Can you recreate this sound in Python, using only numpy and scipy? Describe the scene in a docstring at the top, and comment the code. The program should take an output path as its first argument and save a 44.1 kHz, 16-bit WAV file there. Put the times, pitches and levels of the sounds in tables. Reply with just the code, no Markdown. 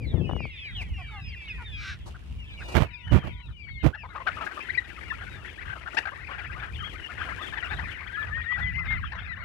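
"""Young birds peep in falling whistles over a rumbling wind, in a big flock of hens and pullets crowding in for feed.
Then come moans, one harsh squawk, a far cock, dense clucks and quavering notes, and one bird's rising yelps.
Calls are swept sines, partials or resonant puffs, with dull yard echoes; wings and feet are shaped noise.
Wind on the hand-held microphone is low noise, with a gust that flutters and pops on the left.
A finger bumps the right port in thumps and scuffs, and then stays over it, muffling that side."""
import sys
import numpy as np
from scipy import signal
from scipy.fft import rfft, irfft, next_fast_len
from scipy.io import wavfile
from scipy.ndimage import uniform_filter1d

SR = 44100
rng = np.random.default_rng(int(sys.argv[2]) if len(sys.argv) > 2 else 0)


def pcm_store(signal):
    """Save signal as 16-bit PCM."""
    levels = np.round(np.clip(np.atleast_2d(signal), -1, 1) * 32767)
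    wavfile.write(sys.argv[1], SR, levels.astype(np.int16).T)


N = 416304
TIME = np.arange(N) / SR
QUAVER_PER_S = 26   # pitch arches per second in a quavering note


def from_db(db):
    """Level: 20 dB is a tenfold amplitude."""
    return 10 ** (np.asarray(db) / 20)


def rms_one(x):
    """Normalisation: the mean square becomes one."""
    return x / np.sqrt(np.mean(x ** 2) + 1e-20)


def curve(rows, at=TIME):
    """Linear interpolation of each column of a table over its times."""
    s, *columns = np.transpose(rows)
    return [np.interp(at, s, column) for column in columns]


def band(x, hz, kind, order=2):
    """Butterworth filtering: a maximally flat passband."""
    sections = signal.butter(order, hz, kind, fs=SR, output="sos")
    return signal.sosfilt(sections, x + 1e-18)


def wander(n, per_s):
    """Slow random modulation: straight lines join unit normal values, per_s of them a second, about 0."""
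    at = np.arange(n) * per_s / SR
    knots = rng.standard_normal(int(at[-1]) + 2)
    return np.interp(at, np.arange(len(knots)), knots)


def noise(spectrum):
    """Spectral shaping of white noise, uncorrelated between the two ports and of unit rms."""
    hz, db = np.transpose(spectrum)
    size = next_fast_len(N)
    bins = np.maximum(np.fft.rfftfreq(size, 1 / SR), 1)
    gain = from_db(np.interp(np.log(bins), np.log(hz), db))
    gain = gain * np.minimum(bins / hz[0], 1) ** 2   # 12 dB per octave below the first row
    white = rng.standard_normal((2, size))
    return rms_one(irfft(rfft(white) * gain, size)[:, :N])


def swell(s, rise, t60, hold=0):
    """Transient envelope: a Gaussian rise to 1 at time s, a hold, then exponential decay."""
    rising = np.exp(-np.minimum(((TIME - s) / rise) ** 2, 50))
    dying = from_db(-60 * np.clip((TIME - s - hold) / t60, 0, 3))
    return np.where(TIME < s, rising, dying)


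def add(out, s, sound, pan_db):
    """Stereo localisation: the nearer port hears a bird louder and earlier (one sample each way per dB)."""
    for channel, side in enumerate((1, -1)):
        start = max(int(s * SR - side * pan_db), 0)
        part = sound[:max(N - start, 0)]
        out[channel, start:start + len(part)] += part * from_db(side * pan_db / 2)


def whistle(hz, overtone_db, jitter, flutter_db):
    """Frequency modulation of a near sine; its faint octave is cut off by the throat on high notes."""
    n = len(hz)
    phase = 2 * np.pi * np.cumsum(hz * (1 + jitter * wander(n, 243))) / SR
    envelope = np.sin(np.linspace(0, np.pi, n)).clip(0) ** 0.45
    envelope = envelope * from_db(flutter_db * wander(n, 89.4))
    overtone = from_db(overtone_db) / (1 + (2 * hz / 5700) ** 20)
    return np.sqrt(2) * envelope * (np.sin(phase) + overtone * np.sin(2 * phase))


def peep(length, start_hz, end_hz, arch, overtone_db):
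    """Frequency glide: the pitch bends and sags ever faster; a steep fall roughens pitch and loudness."""
    rough_per_fall = 0.047   # roughness (0-1) per octave a second
    u = np.linspace(0, 1, int(length * SR))
    sag = .45 * u + .55 * u ** 3
    hz = (start_hz + (end_hz - start_hz) * sag) * (1 + arch * np.sin(np.pi * u))
    rough = np.clip(rough_per_fall * np.log2(start_hz / end_hz) / length, 0, .7)
    shaken_hz = hz * (1 + .08 * rough * wander(len(u), 900))
    voice = whistle(shaken_hz, overtone_db, jitter=.006, flutter_db=3)
    shake_db = 5 * rough * (wander(len(u), 500) - rough)
    return voice * from_db(shake_db + 3 * (u - .5))   # the voice gains 3 dB along the note


def trill(length, start_hz, end_hz, rate):
    """Periodic frequency modulation: the pitch bounds in arches and the note weakens at each dip."""
    quaver_depth = 0.1384   # share of the pitch
    t = np.arange(int(length * SR)) / SR
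    arches = np.cumsum(rate * (1 + 0.286 * wander(len(t), 40))) / SR
    bound = np.abs(np.sin(np.pi * arches + rng.uniform(0, np.pi))) - 2 / np.pi   # mean near 0
    hz = np.linspace(start_hz, end_hz, len(t)) * (1 + quaver_depth * bound)
    return whistle(hz, overtone_db=-22, jitter=0.0256, flutter_db=4.0) * from_db(3.0 * bound)


def chip(length, top_hz):
    """Frequency modulation: a young bird's quick, quavering note follows part of a pitch arch."""
    u = np.linspace(-1, 1, int(length * SR)) + rng.uniform(-0.738, 1)
    return whistle(top_hz * np.exp(-.11 * u ** 2), overtone_db=-22, jitter=.075, flutter_db=6)


def cluck(length, main_hz, rough, arch=.2, rasp_hz=300, breath_db=-20):
    """Source and filter: the throat lifts the second partial, syrinx beats rasp it and air hisses through."""
    # partials of the voice, from the voice pitch upwards: mean level/dB
    partial_levels = [-12, 11, -7.5, -18, -30, -31, -43.5]
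    n = int(3 * length * SR)
    u = np.linspace(-3, 3, n)   # in half lengths from the middle
    # the air comes in uneven pushes, each louder and higher at once
    push = wander(n, 150)
    bend = rough * (.1 * push + .06 * wander(n, 500) + .06 * rng.standard_normal() * u)
    pitch = main_hz / 2 * np.exp(bend - 2 * arch * np.tanh(u ** 2 / 2))
    phase = 2 * np.pi * np.cumsum(pitch) / SR
    voice = np.zeros(n)
    for k, db in enumerate(partial_levels, 1):
        voice += from_db(db + 4.7 * rng.standard_normal()) * np.sin(k * phase)
    voice = rms_one(voice)
    hiss = rms_one(band(rng.standard_normal(n), [1800, 3300], "band"))
    breath = from_db(breath_db) * hiss * (1 + np.sin(phase))
    beats = np.sin(2 * np.pi * np.cumsum(rasp_hz * (1 + 0.375 * wander(n, 200.7))) / SR)
    rasp = (1 + .9 * rough * beats) * from_db(6 * rough * push)
    # a loud core; before and after it the half-closed beak lets through a softer, duller voice
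    core, skirt = np.exp(-u ** 8), .13 * np.hanning(n)
    call = rasp * ((voice + breath) * (core + skirt) + skirt * np.sin(phase))
    return rms_one(call) / np.sqrt(3)


def near_birds(peep_overtone_db=-21, pan_db=0.5):
    """Superposition of the peeps, quavering notes and clucks that stand out of the flock."""
    # whistled peeps: t/s, length/s, start f/Hz, end f/Hz, arch (share of the pitch), level/dB
    near_peeps = [(0, 0.062, 2510, 2030, 0.0012, -46), (0.052, 0.078, 4300, 3350, -0.04, -51),
                  (0.205, 0.069, 2630, 2470, 0.024, -46.5), (0.243, 0.27, 2870, 2045, 0.091, -45),
                  (0.387, 0.09, 2480, 2110, 0.0012, -39), (0.49, 0.11, 2814, 2040, -0.033, -47),
                  (0.55, 0.13, 3670, 2660, -0.0085, -48), (0.64, 0.16, 3930, 3130, 0.0071, -53.5),
                  (0.581, 0.14, 2650, 1843, 0.02, -39.5), (0.749, 0.085, 3350, 1950, -0.032, -34.5),
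                  (0.935, 0.087, 2840, 2428, 0.0027, -43.5), (0.965, 0.25, 2368, 1940, 0.024, -47.5),
                  (1.149, 0.17, 2886, 2380, -0.057, -47), (1.24, 0.24, 2785, 2560, 0.00036, -50),
                  (1.215, 0.11, 4960, 4460, 0.055, -53), (1.318, 0.036, 2390, 1760, -0.024, -39.5),
                  (1.345, 0.17, 2510, 2075, -0.036, -44), (1.478, 0.052, 2960, 2420, -0.066, -35.5),
                  (1.48, 0.12, 2370, 1676, -0.096, -50), (1.64, 0.15, 3750, 3100, -0.026, -46),
                  (1.719, 0.12, 2590, 2204, -0.016, -40.5), (1.885, 0.055, 1895, 1560, -0.041, -41),
                  (2.384, 0.082, 3000, 2440, -0.023, -48), (2.569, 0.057, 2950, 2380, -0.015, -45.5),
                  (2.565, 0.33, 2525, 2150, -0.025, -46.5), (2.63, 0.17, 2850, 2600, 0.021, -50.5),
                  (2.92, 0.066, 2520, 2300, 0.0051, -39), (3.01, 0.19, 2760, 2100, 0.16, -43),
                  (3.57, 0.27, 2440, 2069, -0.051, -42.5), (3.94, 0.13, 2740, 1800, 0.056, -45),
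                  (8.13, 0.043, 3466, 2300, 0.038, -42), (8.618, 0.075, 3610, 2920, -0.045, -40),
                  (9.045, 0.042, 3440, 2560, -0.0047, -39.5), (9.168, 0.059, 3065, 2140, -0.053, -45),
                  (9.269, 0.081, 2150, 1685, -0.016, -33.5)]
    # quavering notes: t/s, length/s, start f/Hz, end f/Hz, level/dB
    near_trills = [(4.598, 0.043, 2490, 2630, -35), (4.686, 0.024, 1510, 1940, -27),
                   (4.73, 0.038, 1945, 2480, -28), (4.775, 0.023, 1860, 2050, -19),
                   (5.101, 0.021, 2030, 1710, -27), (5.575, 0.024, 1700, 1930, -34),
                   (6.777, 0.15, 2990, 3190, -38.5), (7.015, 0.069, 2700, 2920, -38.5),
                   (7.406, 0.11, 3510, 3300, -41), (7.638, 0.039, 2690, 2890, -37)]
    # clucks: middle t/s, length/s, strongest partial f/Hz, level/dB
    near_clucks = [(2.156, 0.027, 1537, -47.5), (2.619, 0.028, 1698, -42), (3.084, 0.037, 1580, -42),
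                   (3.957, 0.022, 1697, -36), (4.051, 0.033, 1068, -38.5), (4.168, 0.035, 1206, -32),
                   (4.211, 0.026, 1100, -35.5), (4.28, 0.026, 1563, -19.5), (4.381, 0.024, 1305, -33),
                   (4.421, 0.045, 1278, -30.5), (4.471, 0.013, 1710, -25.5), (4.518, 0.014, 1595, -32),
                   (4.585, 0.028, 1234, -32.5), (5.146, 0.014, 1940, -40), (5.229, 0.029, 1600, -34.5),
                   (5.454, 0.017, 1860, -35.5), (5.875, 0.03, 1517, -31.5), (5.981, 0.022, 1840, -17),
                   (6.059, 0.0095, 1606, -25.5), (6.076, 0.011, 1660, -27.5), (6.092, 0.006, 1670, -29),
                   (6.13, 0.023, 1198, -38), (6.31, 0.04, 1244, -37), (6.392, 0.02, 1694, -33.5),
                   (6.643, 0.046, 1702, -33.5), (7.21, 0.061, 1605, -33.5), (7.295, 0.038, 1250, -35.5),
                   (7.535, 0.023, 1817, -30.5), (7.582, 0.02, 1833, -26.5), (7.638, 0.025, 1616, -31.5),
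                   (7.724, 0.038, 1790, -28), (7.8, 0.029, 1744, -28.5), (8.591, 0.033, 1720, -32),
                   (8.926, 0.042, 1816, -31), (9.129, 0.019, 1860, -32)]
    rough_per_s = 19.04   # the longer a cluck, the rougher (0-1)
    out = np.zeros((2, N))
    for s, length, start_hz, end_hz, arch, db in near_peeps:
        call = peep(length, start_hz, end_hz, arch, peep_overtone_db)
        add(out, s, from_db(db) * call, rng.normal(0, 1.6))
    for s, length, start_hz, end_hz, db in near_trills:
        add(out, s, from_db(db) * trill(length, start_hz, end_hz, QUAVER_PER_S), pan_db)
    for s, length, main_hz, db in near_clucks:
        call = cluck(length, main_hz, min(rough_per_s * length, .85))
        add(out, s - len(call) / SR / 2, from_db(db) * call, pan_db)
    return out


def yelps(pan_db=0.0):
    """Frequency modulation: one bird works itself up, each arched note higher and shorter than the last."""
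    # rising yelps: t/s, level/dB
    yelp_rows = [(8.124, -28.5), (8.31, -27.5), (8.457, -24), (8.603, -25), (8.736, -25.5), (8.877, -25)]
    first_hz, last_hz, climb = 1740, 2139, .65   # climbs fast at first, then more slowly (exponent)
    first_s, last_s = 0.137, 0.095   # note lengths
    first_top, last_top, arch = .7, 0.334, 0.22   # place of the top (0-1), coming earlier; bend
    out = np.zeros((2, N))
    for (s, db), along in zip(yelp_rows, np.linspace(0, 1, len(yelp_rows))):
        top_hz = first_hz + (last_hz - first_hz) * along ** climb
        length = first_s + (last_s - first_s) * along
        u = np.linspace(0, 1, int(length * SR))
        top_at = first_top + (last_top - first_top) * along ** 2
        hz = top_hz * (1 - arch * (u - top_at) ** 2)
        note = whistle(hz, overtone_db=-47.0, jitter=0.0017, flutter_db=1.0)
        add(out, s, from_db(db) * note, pan_db)
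    return out


def moans():
    """Harmonic synthesis: low, falling calls voiced through the second to fourth partials."""
    # moans: t/s, length/s, starting pitch f/Hz, level/dB, roughness (0-1)
    moan_rows = [(0.778, 0.053, 399, -49, 0.03), (0.977, 0.054, 409, -42, 0.2),
                 (1.105, 0.114, 453, -42, 0.28), (1.576, 0.07, 526, -40.5, 0.36)]
    out = np.zeros((2, N))
    for s, length, hz, db, rough in moan_rows:
        n = int(length * SR)
        pitch = np.linspace(hz, .82 * hz, n) * (1 + .12 * rough * wander(n, 350))
        phase = 2 * np.pi * np.cumsum(pitch) / SR
        voice = (1 - rough) * np.sin(2 * phase)
        voice += (.4 + .6 * rough) * np.sin(3 * phase) + .2 * np.sin(4 * phase)
        add(out, s, from_db(db) * voice * np.sqrt(np.hanning(n)), 0)
    return out


def squawk(jitter=.04, breath=0.41):
    """Source and filter: ragged puffs of air from the syrinx ring in the resonances of a strained throat."""
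    # throat resonances: centre f/Hz, width/Hz, level/dB
    throat = [(1520, 305, 4), (2270, 970, -1.5), (3730, 620, -4), (5360, 700, -10)]
    start_s, length_s, pitch_hz, level_db = 1.735, .235, 419, -38
    u = np.linspace(0, 1, int(length_s * SR))
    n = len(u)
    hz = pitch_hz * (1 - .15 * u ** 2 + jitter * wander(n, pitch_hz))   # sinks
    cycles = np.cumsum(hz) / SR
    puffs = rms_one(np.diff(np.floor(cycles), prepend=0))   # one pulse a cycle
    puffs = puffs + breath * (1 + np.cos(2 * np.pi * cycles)) * rng.standard_normal(n)
    voice = np.zeros(n)
    for centre, width, db in throat:
        voice += from_db(db) * band(puffs, [centre - width / 2, centre + width / 2], "band")
    envelope = np.sin(np.pi * u ** 1.4).clip(0) ** 1.3   # swells slowly, falls faster
    out = np.zeros((2, N))
    add(out, start_s, from_db(level_db) * rms_one(voice) * envelope, 0)
    return out


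def call_times(per_s):
    """Poisson-like process: random moments at a changing rate."""
    return TIME[rng.random(N) < per_s / SR]


def crowd(cluck_hz=1700, chip_hz=2200, peep_hz=2700, trill_hz=2400, chip_db=-3, trill_db=-5):
    """Random superposition: the rest of the flock, of all sizes, at many distances and on both sides."""
    # hens in the crowd: t/s, clucks per s, level/dB
    cluck_rate, cluck_db = curve([(0, 3, -70), (3.95, 2, -45.5), (4.3, 42, -46), (6.2, 42, -43),
                                  (7.5, 60, -42.5), (9.44, 45, -44)])
    # young birds in the crowd: t/s, peeps per s, level/dB
    peep_rate, peep_db = curve([(0, 91, -57), (.7, 106, -56), (1.85, 79.6, -55), (2.2, 3.5, -81),
                                (2.45, 83.4, -53.5), (4, 25, -52), (6.5, 8.1, -51.5), (9.44, 27.5, -47.5)])
    shortest_s, longest_s, hurried_s = .04, .15, 0.078   # the longest peeps shrink as the birds rush in

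    # a positive "small" is a smaller, higher-pitched bird
    def any_cluck(s, small):
        return cluck(rng.uniform(0.01374, .036), cluck_hz * np.exp(0.18 * small), rng.uniform(0.453, 1))

    def any_chip(s, small):
        call = chip(rng.uniform(.012, 0.043), chip_hz * np.exp(.25 * small))
        return call * from_db(-2.5 * small)

    def any_trill(s, small):
        hz = trill_hz * np.exp(.2 * small)
        length, end_hz = rng.uniform(0.0383, .11), hz * rng.uniform(.85, 1.3)
        call = trill(length, hz, end_hz, QUAVER_PER_S * rng.uniform(0.697, 1.4))
        return call * from_db(-3 * small)

    def any_peep(s, small):
        longest = np.interp(s, [0, TIME[-1]], [longest_s, hurried_s])
        length = shortest_s + (longest - shortest_s) * rng.random()
        hz = peep_hz * np.exp(0.23 * small)
        end_hz, arch = hz * rng.uniform(0.67, .92), rng.uniform(-0.0394, .06)
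        return peep(length, hz, end_hz, arch, overtone_db=-25.5) * from_db(-1.5 * small ** 2)

    # calls per s, level/dB, spread of distances/dB, voice
    kinds = [(cluck_rate, cluck_db, 3.9, any_cluck),
             (2 * cluck_rate, cluck_db + chip_db, 3, any_chip),
             (.3 * cluck_rate, cluck_db + trill_db, 2.5, any_trill),
             (peep_rate, peep_db, 2.2, any_peep)]
    out = np.zeros((2, N))
    for per_s, db, spread_db, voice in kinds:
        for s in call_times(per_s):
            small, near_db, pan_db = rng.standard_normal(3).clip(-2, 1.6) * [1, spread_db, 3]
            add(out, s, voice(s, small) * from_db(db[int(s * SR)] + near_db), pan_db)
    return out


def rustle(wingbeat_db=6.0):
    """Amplitude-modulated noise: many feet crackle in the grass and wings beat in short flurries."""
    # feet and feathers in the grass: t/s, level/dB
    feet_levels = [(0, -60.5), (2.3, -57), (4, -64), (4.35, -46.5), (6.4, -51.5), (7.5, -44.5), (8, -50),
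                   (9.44, -61.5)]
    # spectrum of the feet: f/Hz, relative level/dB per Hz
    feet_spectrum = [(150, -5), (350, 3.5), (600, -6), (1000, -5), (1700, -10.5), (2800, -2), (4000, -14),
                     (6500, -21.5), (10000, -24.5), (15000, -36.5)]
    # wing flurries and brushes through grass: t/s, rise/s, 60 dB decay/s, level/dB
    flurries = [(.8, 0.029, 0.34, -50), (2.08, 0.013, 0.11, -44), (2.75, 0.14, 0.35, -44),
                (4.459, 0.015, 0.094, -36), (5.98, 0.036, 0.16, -38)]
    # spectrum of the wings: f/Hz, relative level/dB per Hz
    wing_spectrum = [(300, 7.5), (900, 6), (1500, -4.5), (2500, -17.5), (4000, -7), (6000, -12),
                     (9000, -16), (15000, -29)]
    crackle_db = 3.2 * wander(N, 700) + 1.8 * wander(N, 35)
    feet = from_db(curve(feet_levels)[0] + crackle_db)
    wings = sum(from_db(db) * swell(s, rise, t60) for s, rise, t60, db in flurries)
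    wings = wings * from_db(wingbeat_db * wander(N, 80))
    return feet * noise(feet_spectrum) + wings * noise(wing_spectrum)


def finger_bumps(slip_db=3.5):
    """Pressure pulses and friction: each touch pumps air into the right port and the skin scuffs unevenly."""
    # touches: t/s, contact time/s, thump level/dB, scuff level/dB (before a 3 dB cut)
    touches = [(2.762, 0.014, -11.5, -11.5), (2.815, 0.0074, -13.5, -17.5), (3.126, 0.041, -8.5, -20),
               (3.251, 0.03, -29, -34), (3.848, 0.023, -9.5, -20)]
    # spectrum of the pumped air: f/Hz, relative level/dB per Hz
    thump_spectrum = [(35, -15), (60, 6.5), (130, -1), (200, -9), (350, -16), (700, -55), (8000, -95)]
    # spectrum of the skin: f/Hz, relative level/dB per Hz
    scuff_spectrum = [(100, -2), (350, 3.5), (800, -3), (1500, -8.5), (2800, -13.5), (5000, -28.5),
                      (9000, -37), (15000, -39.5)]
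    rise_s, thump_t60_s, scuff_t60_s = 0.012, 0.085, 0.11
    thump = sum(from_db(db) * swell(s, rise_s, thump_t60_s, hold) for s, hold, db, _ in touches)
    scuff = sum(from_db(db) * swell(s, rise_s, scuff_t60_s, hold) for s, hold, _, db in touches)
    air = noise(thump_spectrum)[0]
    air = air / np.sqrt(uniform_filter1d(air ** 2, SR // 40) + 1e-6)   # evens out the short-term level
    skin = noise(scuff_spectrum)[0] * from_db(slip_db * wander(N, 450) - 3.0)
    return (thump * air + scuff * skin) * from_db([[-32], [0]])   # faint on the left


def gust_pops(count=7):
    """Filtered impulses: dull pops come ever more slowly and softly as the gust dies."""
    start_s, run_s, first_db, fade_db = .294, .16, -15.5, 6   # first level is before filtering and gain
    pops = np.zeros(N)
    for late in np.linspace(0, 1, count) ** 2:
        at = int((start_s + run_s * late) * SR)
        pops[at] = from_db(first_db - fade_db * late) * rng.choice([-1, 1])
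    dull = band(band(pops, 970, "low", order=4), 90, "high", order=1)
    return 24 * dull   # makes up for height lost in the filters


def wind(level_db=7.0, lump_db=4.0, shared=1.0):
    """Turbulence noise: lumpy rumble, partly common to both ports; one gust flutters and pops on the left."""
    # spectrum of the steady wind: f/Hz, relative level/dB per Hz
    wind_spectrum = [(25, -29.5), (40, -9), (55, 3), (85, -1), (130, -9.5), (200, -18.5), (350, -36.5),
                     (700, -61.5), (4000, -69)]
    # steady wind on the ports: t/s, level/dB (before level_db is added)
    wind_levels = [(0, -41.5), (.6, -46), (1.8, -44.5), (2.2, -48), (4, -50), (5.8, -52.5), (7.1, -47),
                   (8.1, -48.5), (8.9, -39), (9.44, -47.5)]
    # spectrum of the gust: f/Hz, relative level/dB per Hz
    gust_spectrum = [(30, -14), (60, 8.5), (130, 4.5), (250, -3.5), (450, -11), (900, -29), (4000, -73)]
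    # gust on the left port: t/s, level/dB
    gust_levels = [(0, -29.5), (.09, -36), (.135, -20), (.34, -26), (.47, -35.5), (.55, -95)]
    rumble = rms_one(noise(wind_spectrum) + shared * noise(wind_spectrum)[0])
    rumble = rumble * from_db(curve(wind_levels)[0] + level_db + lump_db * wander(N, 12))
    flutter_db = 4.2 * wander(N, 70.1)
    gust = noise(gust_spectrum)[0] * from_db(curve(gust_levels)[0] + flutter_db)
    return rumble + (gust + gust_pops()) * from_db([[0], [-18]])


def far_cock():
    """Harmonic synthesis: a held crow, of which the second and third partials carry across the yard."""
    # crow: t/s, pitch f/Hz, level/dB
    crow_rows = [(2.6, 480, -64), (2.8, 482, -55), (3.42, 487, -54), (3.5, 458, -61)]
    hz, db = curve(crow_rows)
    phase = 2 * np.pi * np.cumsum(hz * (1 + 0.013 * wander(N, 130))) / SR
    crowing = (TIME > crow_rows[0][0]) & (TIME < crow_rows[-1][0])
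    return crowing * from_db(db) * (np.sin(2 * phase) + .5 * np.sin(3 * phase))


def yard(x, echo_db=-18, t60=0.18):
    """Convolution with sparse, dull, decaying echoes from ground, bushes and walls."""
    t = np.arange(SR // 3) / SR
    sparse = rng.standard_normal((2, len(t))) * (rng.random((2, len(t))) < .02)
    echoes = sparse * from_db(-60 * t / t60) * (t > .004)
    echoes = band(echoes, 5600, "low", order=1)
    echoes = echoes / np.sqrt(np.sum(echoes ** 2) / 2)   # unit mean energy per port
    return x + from_db(echo_db) * signal.fftconvolve(x, echoes, axes=1)[:, :N]


def shaded(x, muffle_hz=380):
    """Low-pass obstruction: the finger over the right port lets the bass through and little of the rest."""
    # finger over the right port: t/s, share of the port left open (0-1)
    openness = [(2.75, 1), (2.87, 0.03), (3.8, 0.12), (3.93, 0.33), (4.5, 0), (9.44, 0)]
    bass = band(x[1], muffle_hz, "low", order=1)
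    return np.array([x[0], bass + curve(openness)[0] * (x[1] - bass)])


def scene():
    """Superposition: flock and yard as the two ports hear them, with wind and handling on top."""
    voices = near_birds() + yelps() + moans() + squawk() + crowd() + far_cock()
    return shaded(yard(voices) + rustle()) + wind() + finger_bumps()


def record(dry):
    """Band limiting and soft saturation: the deepest bass is cut, peaks are rounded, the top is cut."""
    cutoff_hz = 15300
    rounded = 1.13 * np.tanh(band(dry, 36, "high", order=3) / 1.261)
    top_cut = signal.ellip(10, .1, 80, cutoff_hz, fs=SR, output="sos")
    return signal.sosfilt(top_cut, rounded)


dry = scene()
out = record(dry)
pcm_store(out)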